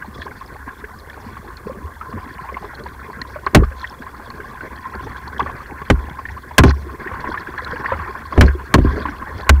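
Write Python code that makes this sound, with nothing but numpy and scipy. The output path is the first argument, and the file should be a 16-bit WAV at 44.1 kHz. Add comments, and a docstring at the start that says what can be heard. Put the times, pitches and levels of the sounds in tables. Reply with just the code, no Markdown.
"""A plastic kayak is paddled over a lake, heard from a sealed case fixed to its deck.
From the start, swarms of short bubble tones and wandering noise gurgle, slosh and spray along the hull.
Single bubbles plop, wavelets slap and fine drops tick: short dying tones, some with puffs of noise.
From 3.5 s the paddle knocks the rim: noise bursts ring the case and panels, overload the input, and the
hollow hull booms. The shaft drags in wet chatter at 6.6 s and 8.4 s. A faint hiss lies under it all."""
import sys
import numpy as np
from scipy import signal
from scipy.fft import rfft, irfft
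from scipy.io import wavfile
from scipy.ndimage import uniform_filter1d

SR = 44100
rng = np.random.default_rng(int(sys.argv[2]) if len(sys.argv) > 2 else 0)


def dump_mix(stems):
    """Bounce the given channels to the path in sys.argv[1] as a 16-bit WAV at rate SR."""
    frames = np.atleast_2d(stems).T  # one column per channel
    limited = np.clip(frames, -1, 1)  # hard clip at full scale
    pcm = np.round(limited * 32767).astype(np.int16)
    wavfile.write(sys.argv[1], SR, pcm)


N = 423346
T = np.arange(N) / SR


def amp(db):
    """Turns decibels into a plain gain."""
    return 10 ** (np.asarray(db) / 20)


def evened(x):
    """Scales x to an average (RMS) level of 1."""
    return x / np.sqrt(np.mean(x ** 2) + 1e-20)


def add(mix, start_s, sound):
    """Adds a sound to the mix in place, cut off at the end."""
    part = mix[round(start_s * SR):][:len(sound)]
    part += sound[:len(part)]


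def lowpass(x, order, cutoff_hz):
    """Dulls x above the cutoff."""
    return signal.lfilter(*signal.butter(order, cutoff_hz, fs=SR), x)


def bandpass(x, order, low_hz, high_hz):
    """Keeps the pitches between two limits."""
    return signal.sosfilt(signal.butter(order, [low_hz, high_hz], "band", fs=SR, output="sos"), x)


def shaped(x, spectrum):
    """Colours x by a table of pitches and levels, then evens its level."""
    points_hz, points_db = np.transpose(spectrum)
    hz = np.fft.rfftfreq(N, 1 / SR)
    gain = amp(np.interp(np.log(hz + 1), np.log(points_hz + 1), points_db))
    return evened(irfft(rfft(x) * gain, N))


def resonate(x, hz, width_hz):
    """A resonance with a gain of about 1 at its centre; a narrower one rings longer."""
    pole = np.exp((2j * np.pi * hz - np.pi * width_hz) / SR)
    return 2 * signal.lfilter([1 - abs(pole)], [1, -pole], x).real


def decay(t, t60, rise):
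    """A soft start, then a fall of 60 dB in t60 seconds."""
    return amp(-60 * t / t60) * (1 - np.exp(-t / rise))


def ring(hz, t60, rise=.002, glide=0., phase=0.):
    """A dying tone with a soft start whose pitch may climb as a bubble nears the surface."""
    t = np.arange(int(np.clip(t60, .005, 1) * SR)) / SR
    return np.sin(2 * np.pi * hz * t * (1 + glide * t / t60) + phase) * decay(t, t60, rise)


# Ring of the sealed case: pitch_hz, width_hz, level_db
CASE_RINGS = [(1060, 77, 4), (1560, 410, 0.5), (1760, 33, -37), (2070, 80, -20)]
CASE_LEAK_DB = -18.5  # what passes below and between the rings


def through_case(x):
    """The sealed case rings at its modes, lets a dull rest through and weakens the treble."""
    heard = amp(CASE_LEAK_DB) * lowpass(x, 2, 900)
    for hz, width_hz, db in CASE_RINGS:
        heard = heard + amp(db) * resonate(x, hz, width_hz)
    return lowpass(heard, 2, 2300)


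def bubbles(lo_hz, hi_hz, per_s, cycles, spread_db, clump_db, count=16):
    """A swarm of short rising tones; they come in clumps of some 30 ms, a few are large."""
    wander = uniform_filter1d(uniform_filter1d(rng.standard_normal(N), 1100), 500)
    clumps = amp(clump_db * evened(wander))
    draw = rng.random(N)
    size = amp(spread_db * np.minimum(rng.exponential(1, N), 4)) * rng.choice([-1, 1], N)
    # the rare draws below count become bubbles, each of one of the pitches
    kind = np.floor(draw * SR / per_s * count)
    swarm = np.zeros(N)
    for k, hz in enumerate(np.geomspace(lo_hz, hi_hz, num=count)):
        bubble = ring(hz, cycles / hz, rise=1 / hz, glide=0.17)
        swarm += signal.oaconvolve(clumps * size * (kind == k), bubble)[:N]
    return evened(swarm)


def rush(patch_db, gust_db, bins=5, frames=20):
    """Noise whose level wanders in small patches of time and pitch, with brief surges over all pitches."""
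    # a frame is a step of 1.5 ms, a bin a step of 172 Hz
    real, imaginary, patches = rng.standard_normal((N // 64 + 5, 129, 3)).T
    for _ in range(2):
        patches = uniform_filter1d(uniform_filter1d(patches, size=bins, axis=0), size=frames, axis=1)
    gusts = evened(uniform_filter1d(rng.standard_normal(real.shape[1]), size=frames))
    grid = (real + 1j * imaginary) * amp(patch_db * evened(patches) + gust_db * gusts)
    return evened(signal.istft(grid, nperseg=256, noverlap=192)[1][:N])


# Gurgle of the water on the hull: time_s, level_db
GURGLE = [(0, -40), (.35, -38.5), (.9, -41.5), (1.3, -38), (1.9, -40), (2.4, -36), (3.0, -38), (3.5, -38),
          (4.0, -38), (4.3, -38), (5.1, -33.5), (5.8, -35), (6.4, -38.5), (6.85, -39.5), (7.22, -28),
          (7.53, -33), (7.88, -26), (8.25, -35), (8.7, -36.5), (8.95, -29), (9.25, -34), (9.4, -31),
          (9.6, -39.5)]
# Surges as the blade or a wave throws water on the hull: middle_s, length_s, slosh_db, rumble_db, spray_db
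SURGES = [(0.202, 0.23, -38, -60, -46.5), (1.74, 0.34, -35, -43, -76), (2.18, .3, -36.5, -37, -74),
          (3.607, 0.18, -27, -17, -65), (3.844, 0.21, -50, -37, -46.5), (5.05, 0.21, -32, -30, -52),
          (5.464, 0.52, -33, -40, -61), (6.326, .25, -55, -33, -55), (6.84, 0.66, -40, -36.5, -54),
          (8.01, 0.45, -39, -31.5, -61), (8.408, 0.29, -25, -42, -49), (8.915, 0.67, -28, -29, -51),
          (9.35, .2, -37, -34, -52)]
# Slosh, rumble and spray follow the gurgle: level_db at a gurgle of MEAN_DB, change in dB per dB of gurgle
MEAN_DB = -37
SLOSH_LAW, RUMBLE_LAW, SPRAY_LAW = (-43, 0.13), (-41, 0.37), (-58, 0.71)


def levels():
    """Gains of gurgle, slosh, rumble and spray: the laws, with the power of the surges swelling on top."""
    gurgle_db = np.interp(T, *np.transpose(GURGLE))
    powers = np.array([amp(db + slope * (gurgle_db - MEAN_DB)) ** 2
                       for db, slope in (SLOSH_LAW, RUMBLE_LAW, SPRAY_LAW)])
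    for middle_s, length_s, *surge_dbs in SURGES:
        swell = np.hanning(round(length_s * SR)) ** 2
        for power, db in zip(powers, surge_dbs):
            add(power, middle_s - length_s / 2, amp(db) ** 2 * swell)
    return amp(gurgle_db), *np.sqrt(powers)


# Rush under the bubbles, before the case: pitch_hz, level_db (per Hz)
WASH = [(400, 13), (700, 2.5), (2000, 1), (3200, -16), (6000, -50)]
# Colour of the low slosh: pitch_hz, level_db (per Hz)
SLOSH = [(71, -15), (120, 2), (171, -9), (215, 0.5), (316, -3.5), (397, 0.5), (723, -9), (900, -42),
         (1170, 3), (1980, -120)]
# Colour of the spray: pitch_hz, level_db (per Hz)
SPRAY = [(2000, -16), (2600, -19), (3000, -16.5), (3350, 2.5), (3800, -7.5), (4280, 0), (4900, -5.5),
         (5600, -8.5), (7000, -18), (9000, -48)]
# Low modes of the hull kept astir by the swell: pitch_hz, width_hz, level_db (relative)
HULL_HUM = [(67.8, 18.4, 2), (92.4, 16, -11), (49.6, 3.7, -8)]


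def water():
    """Four sizes of motion: gurgle rings the case, slosh the panels, swell the air in the hull; spray is on top."""
    gurgle_gain, slosh_gain, rumble_gain, spray_gain = levels()
    wash = shaped(rush(3.6, 2.74, bins=3, frames=16), WASH)
    gurgle = evened(through_case(bubbles(721.5, 2997, 350, 37.8, 2.95, 3.7) + 2.07 * wash))
    fine_rush = rush(4.8, 4.1, bins=5, frames=14)
    spray = shaped(bubbles(2650, 6300, 400, 41, 2.9, 6.0) + 2.05 * fine_rush, SPRAY)
    low_rush = rush(5.6, 3.0, bins=2, frames=24)
    slosh = shaped(bubbles(129.5, 756, 200, 7.1, 5.1, 6.2) + 4.27 * low_rush, SLOSH)
    noise, rumble = rng.standard_normal(N), np.zeros(N)
    for hz, width_hz, db in HULL_HUM:
        rumble += amp(db) * evened(resonate(resonate(noise, hz, width_hz), hz, 2 * width_hz))
    return gurgle_gain * gurgle + slosh_gain * slosh + rumble_gain * evened(rumble) + spray_gain * spray


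# Paddle against the rim: start_s, crack_db, clack_db (deck), crack_t60_s, panel_db, boom_db, sway_db
# (levels are relative, each within its own layer)
KNOCKS = [(3.547, 12.5, 28, 0.049, 11, -0.5, 4), (5.9, 1.5, 15.5, 0.038, -2.5, -6.5, -4),
          (6.581, 21.5, 32, 0.031, 6, 0.5, -23), (6.636, 1.5, 13.5, 0.034, 5, -0.5, -15),
          (6.678, -23, -12, .06, -12, -16, -40), (8.376, -17, -3, 0.074, 0.5, 6.5, -3),
          (8.410, 5, 15, 0.046, 1, 3, -1), (8.434, -17, -14, 0.03, -8, -20, -30),
          (8.74, 10.5, 22.5, 0.032, 4, -5, -21), (8.782, -21, -4, 0.03, -5, -17, -5),
          (8.845, -30, -15, .027, -9, -5.5, -12), (9.4925, 19.5, 17, 0.022, -7, 3.5, -5)]
# Ringing panels of the hull: pitch_hz (before a random shift), level_db (relative), t60_s
PANELS = [(105.4, 0, 0.12), (145.1, -4.5, 0.15), (187.1, -6, 0.12), (250, 0, 0.1), (305.5, 0.5, 0.08),
          (390, -2, 0.087), (508, -8.5, 0.054), (720, -15, 0.043)]
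# air and whole-body modes of the hull: pitch in Hz, t60 in s
BOOM_HZ, BOOM_T60, SWAY_HZ, SWAY_T60 = 69.54, 0.39, 47.7, 0.29


def knocks():
    """A rattling crack in the case, then the panels, then the long boom of the hull."""
    cracks, blows, panels, boom = np.zeros((4, N))
    t = np.arange(6000) / SR
    for start_s, crack_db, clack_db, crack_t60, panel_db, boom_db, sway_db in KNOCKS:
        burst = decay(t, crack_t60, 0.00089) * rng.standard_normal(len(t))
        add(cracks, start_s, amp(crack_db) * burst)
        add(blows, start_s, amp(clack_db) * burst)
        for hz, db, t60 in PANELS:  # every blow lands elsewhere: other phases, slightly other pitch
            tone = ring(hz * rng.uniform(0.92, 1.04), t60, 0.0039, phase=rng.uniform(0, 2 * np.pi))
            add(panels, start_s, amp(panel_db + db) * tone)
        # a hard blow (crack of 0 dB or more) stops the old boom and starts it afresh
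        boom[round(start_s * SR):] *= crack_db < 0
        add(boom, start_s, amp(boom_db) * ring(BOOM_HZ, BOOM_T60, 0.0063))
        add(boom, start_s, amp(sway_db) * ring(SWAY_HZ, SWAY_T60, 0.015))
    rattle = bandpass(cracks, 2, 3000, 6500)  # loose fittings buzz along
    clack = bandpass(blows, 2, 350, 900)  # the deck plate takes the blow
    return panels + boom + 4.1 * through_case(cracks) + 0.25 * rattle + clack


# Bubbles and drips that stand out: start_s, level_db (relative), pitch_hz (at the start)
PLOPS = [(0.022, -21.5, 1546), (.218, -19, 1680), (0.264, -22, 994), (.417, -26, 1120), (.677, -23, 1020),
         (.688, -25, 1570), (.841, -21, 1630), (1.098, -25, 1710), (1.368, -24, 1070), (1.702, -30, 1033),
         (2.011, -19.5, 1250), (2.126, -22.5, 1046), (2.184, -24, 1010), (2.488, -21, 1020),
         (2.543, -21, 2050), (2.568, -15.5, 1030), (2.645, -24.5, 1110), (2.859, -21.5, 927),
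         (3.099, -24.5, 970), (3.216, -19, 1820), (3.358, -23, 1060), (3.465, -7, 1060), (3.634, -16, 1144),
         (3.842, -15, 1790), (4.021, -24, 1560), (4.065, -24.5, 1066), (4.302, -25.5, 1070),
         (4.402, -23.5, 1530), (4.607, -20.5, 1460), (5.274, -23, 939), (5.394, -11.5, 939),
         (5.401, -8, 1088), (5.461, -16.5, 1100), (5.471, -20, 1710), (5.495, -18.5, 1060),
         (5.816, -19.5, 1070), (6.188, -20, 1006), (6.253, -16.5, 1730), (6.287, -20, 1790),
         (6.375, -23.5, 1120), (6.509, -23.5, 945), (6.602, -5, 1060), (6.706, -18, 1460),
         (7.073, -16, 1780), (7.114, -19.5, 1095), (7.139, -22, 1090), (7.241, -16.5, 966),
         (7.341, -14.5, 1120), (7.374, -16.5, 1680), (7.471, -22, 1590), (7.539, -20.5, 1096),
         (7.578, -16, 1680), (7.762, -23, 1580), (7.843, -15.5, 1050), (7.858, -11, 1804),
         (7.884, -18, 1080), (7.919, -9.5, 960), (7.998, -18, 1060), (8.324, -15, 1070), (8.363, -21, 980),
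         (8.481, -12.5, 1600), (8.87, -19.5, 1046), (9.054, -10.5, 1024), (9.085, -17.5, 1510),
         (9.221, -21, 1036)]
PLOP_T60, PLOP_REF_HZ, PLOP_SHORTEN = 0.041, 1050, 0.51  # t60 in s at the reference pitch; higher die sooner
SMALL_PLOPS, SMALL_PLOP_DB = 30, 10  # number of fainter ones, and their highest level over the gurgle


def small_plops():
    """Random rows like those of PLOPS, pitched below the two lowest rings of the case."""
    when, size, mode, detune = rng.random((SMALL_PLOPS, 4)).T
    start_s = when * T[-1]
    hz = np.where(mode < .7, CASE_RINGS[0][0], CASE_RINGS[1][0]) * (0.73 + 0.127 * detune)
    level_db = np.interp(start_s, *np.transpose(GURGLE)) + SMALL_PLOP_DB - 5.1 * size
    return list(zip(start_s, level_db, hz))


def plops():
    """Each large bubble sings briefly, roughly, and shakes the case."""
    tones, shakes = np.zeros((2, N))
    t = np.arange(1500) / SR
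    for start_s, db, hz in PLOPS + small_plops():
        t60 = PLOP_T60 * (hz / PLOP_REF_HZ) ** -PLOP_SHORTEN
        puff = rng.standard_normal(len(t)) * amp(-60 * t / t60) * (1 - np.exp(-t / 0.0029)) ** 2
        rough = resonate(resonate(puff, hz, 760), hz, 1020)
        add(tones, start_s, amp(db) * ring(hz, t60, rise=0.001, glide=0.11))
        add(tones, start_s, 3.04 * amp(db) * rough)
        add(shakes, start_s, amp(db) * puff)
    return 1.315 * lowpass(tones, 3, 2800) + 1.61 * through_case(shakes)


# Wavelets slapping the hull: start_s, level_db (relative), pitch_hz (at the start), thump_db (relative)
SLAPS = [(0.08, -20.5, 213, -40), (0.185, -25, 234, -24), (0.673, -24, 250, -41), (0.838, -24.5, 415, -38),
         (1.263, -21, 227, -30), (1.658, -22, 204, -40), (1.696, -18.5, 520, -33), (1.839, -34, 164, -20),
         (1.484, -27, 360, -42), (2.138, -16, 214, -21), (2.356, -31, 197, -34), (2.64, -23, 400, -37),
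         (2.836, -26.5, 382, -50), (3.215, -29, 253, -28), (3.359, -20.5, 592, -48), (3.466, -20, 390, -28),
         (3.713, -31, 526, -26), (4.396, -26, 410, -43), (4.957, -24.5, 199, -29), (5.029, -28, 270, -35),
         (5.392, -29, 464, -41), (5.46, -26.5, 555, -32), (6.867, -21.5, 352, -40), (7.06, -21, 367, -37),
         (7.113, -26, 503, -25), (7.299, -28, 428, -24), (7.485, -22, 360, -34), (7.62, -28, 495, -29),
         (7.732, -18.5, 482, -34), (7.919, -10.5, 532, -20.5), (7.987, -20, 165, -24),
         (8.09, -22, 378, -38), (8.347, -20, 125, -27), (8.55, -17, 359, -33), (8.966, -16.5, 294, -38),
         (9.053, -20, 294, -34), (9.087, -17.5, 283, -25), (9.345, -27, 263, -25.5)]
SLAP_T60 = 0.056  # s
THUMP_HZ = 76.7  # before a random shift


def slaps():
    """A wavelet hits: one panel answers for a few cycles and the hull gives a soft thump."""
    out = np.zeros(N)
    for start_s, db, hz, thump_db in SLAPS:
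        add(out, start_s, 1.32 * amp(db) * ring(hz, SLAP_T60, rise=0.96 / hz, glide=0.038))
        thump = ring(THUMP_HZ * rng.uniform(0.78, 1.34), 0.16, rise=0.013)
        add(out, start_s, 1.9 * amp(thump_db) * thump)
    return out


# The shaft drags over the wet rim after a knock: start_s, end_s, level_db (relative)
DRAGS = [(6.64, 6.719, -34.5), (8.42, 8.492, -42.5)]


def drags():
    """Dense wet chatter that stops when the shaft lifts off."""
    gate = np.zeros(N)
    for start_s, end_s, db in DRAGS:
        gate += amp(db) * np.interp(T, [start_s, start_s + .006, end_s - .01, end_s], [0, 1, 1, 0])
    chatter = rush(4.5, 2.5, bins=3, frames=3)
    return gate * (shaped(chatter, SPRAY) + 3.0 * evened(through_case(chatter)))


# Fine drops flicked on the deck: start_s, level_db (relative), pitch_hz
TICKS = [(0.151, -38, 3500), (0.2186, -28, 3370), (.4618, -41, 5110), (.9882, -39, 5030), (.997, -39, 4120),
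         (1.099, -36, 3370), (1.57, -30.5, 4300), (2.8374, -36, 4280), (3.2162, -19.5, 4180),
         (3.464, -26.5, 4280), (3.7963, -33, 4300), (3.816, -33, 4100), (3.839, -39, 3250),
         (3.874, -29, 3300), (3.8975, -34, 5300), (4.3027, -30, 4300), (4.9521, -37, 4470),
         (5.1682, -36, 3340), (5.2785, -31.5, 4370), (5.3817, -30, 3290), (5.3967, -25, 3400),
         (5.4276, -33.5, 3250), (6.097, -35.5, 3300), (6.693, -22, 4160), (7.2062, -35, 4370),
         (7.6467, -24, 4060), (7.678, -36, 3370), (7.713, -34, 3280), (7.909, -39, 3650),
         (8.4642, -28, 4280), (9.41, -33.5, 4030)]


def ticks():
    """A drop gives a short ping inside a spit of treble noise."""
    pings, spit = np.zeros((2, N))
    t = np.arange(700) / SR
    for start_s, db, hz in TICKS:
        add(pings, start_s, 1.87 * amp(db) * ring(hz, 0.012, rise=0.00044))
        add(spit, start_s, amp(db) * decay(t, 0.012, 0.0007) * rng.standard_normal(len(t)))
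    return pings + 1.03 * bandpass(spit, 3, 3000, 6200)


def scene():
    """All sounds of the kayak added up, as one channel."""
    return (water() + knocks() + plops() + slaps() + drags() + ticks())[None]


# Colour of the preamplifier hiss: pitch_hz, level_db (per Hz, relative)
HISS = [(30, 23.5), (2900, -2.5), (5000, 1.5), (12000, 3), (15600, 3.5), (15900, -44)]
HISS_DB = -54.5  # average level before the band limit
CEILING = 0.68  # where the input stage overloads, as a share of full scale
EDGE_HZ = 16500  # upper band limit


def record(dry):
    """Loud peaks are cut flat at the ceiling, the preamplifier hiss joins, then the band is limited."""
    hiss = amp(HISS_DB) * shaped(rng.standard_normal(N), HISS)
    clipped = np.clip(dry, -CEILING, CEILING) + hiss
    band_limit = signal.firwin(511, EDGE_HZ, window=("kaiser", 9), fs=SR)
    return signal.oaconvolve(clipped, band_limit[None], "same")


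dry = scene()
out = record(dry)
dump_mix(out)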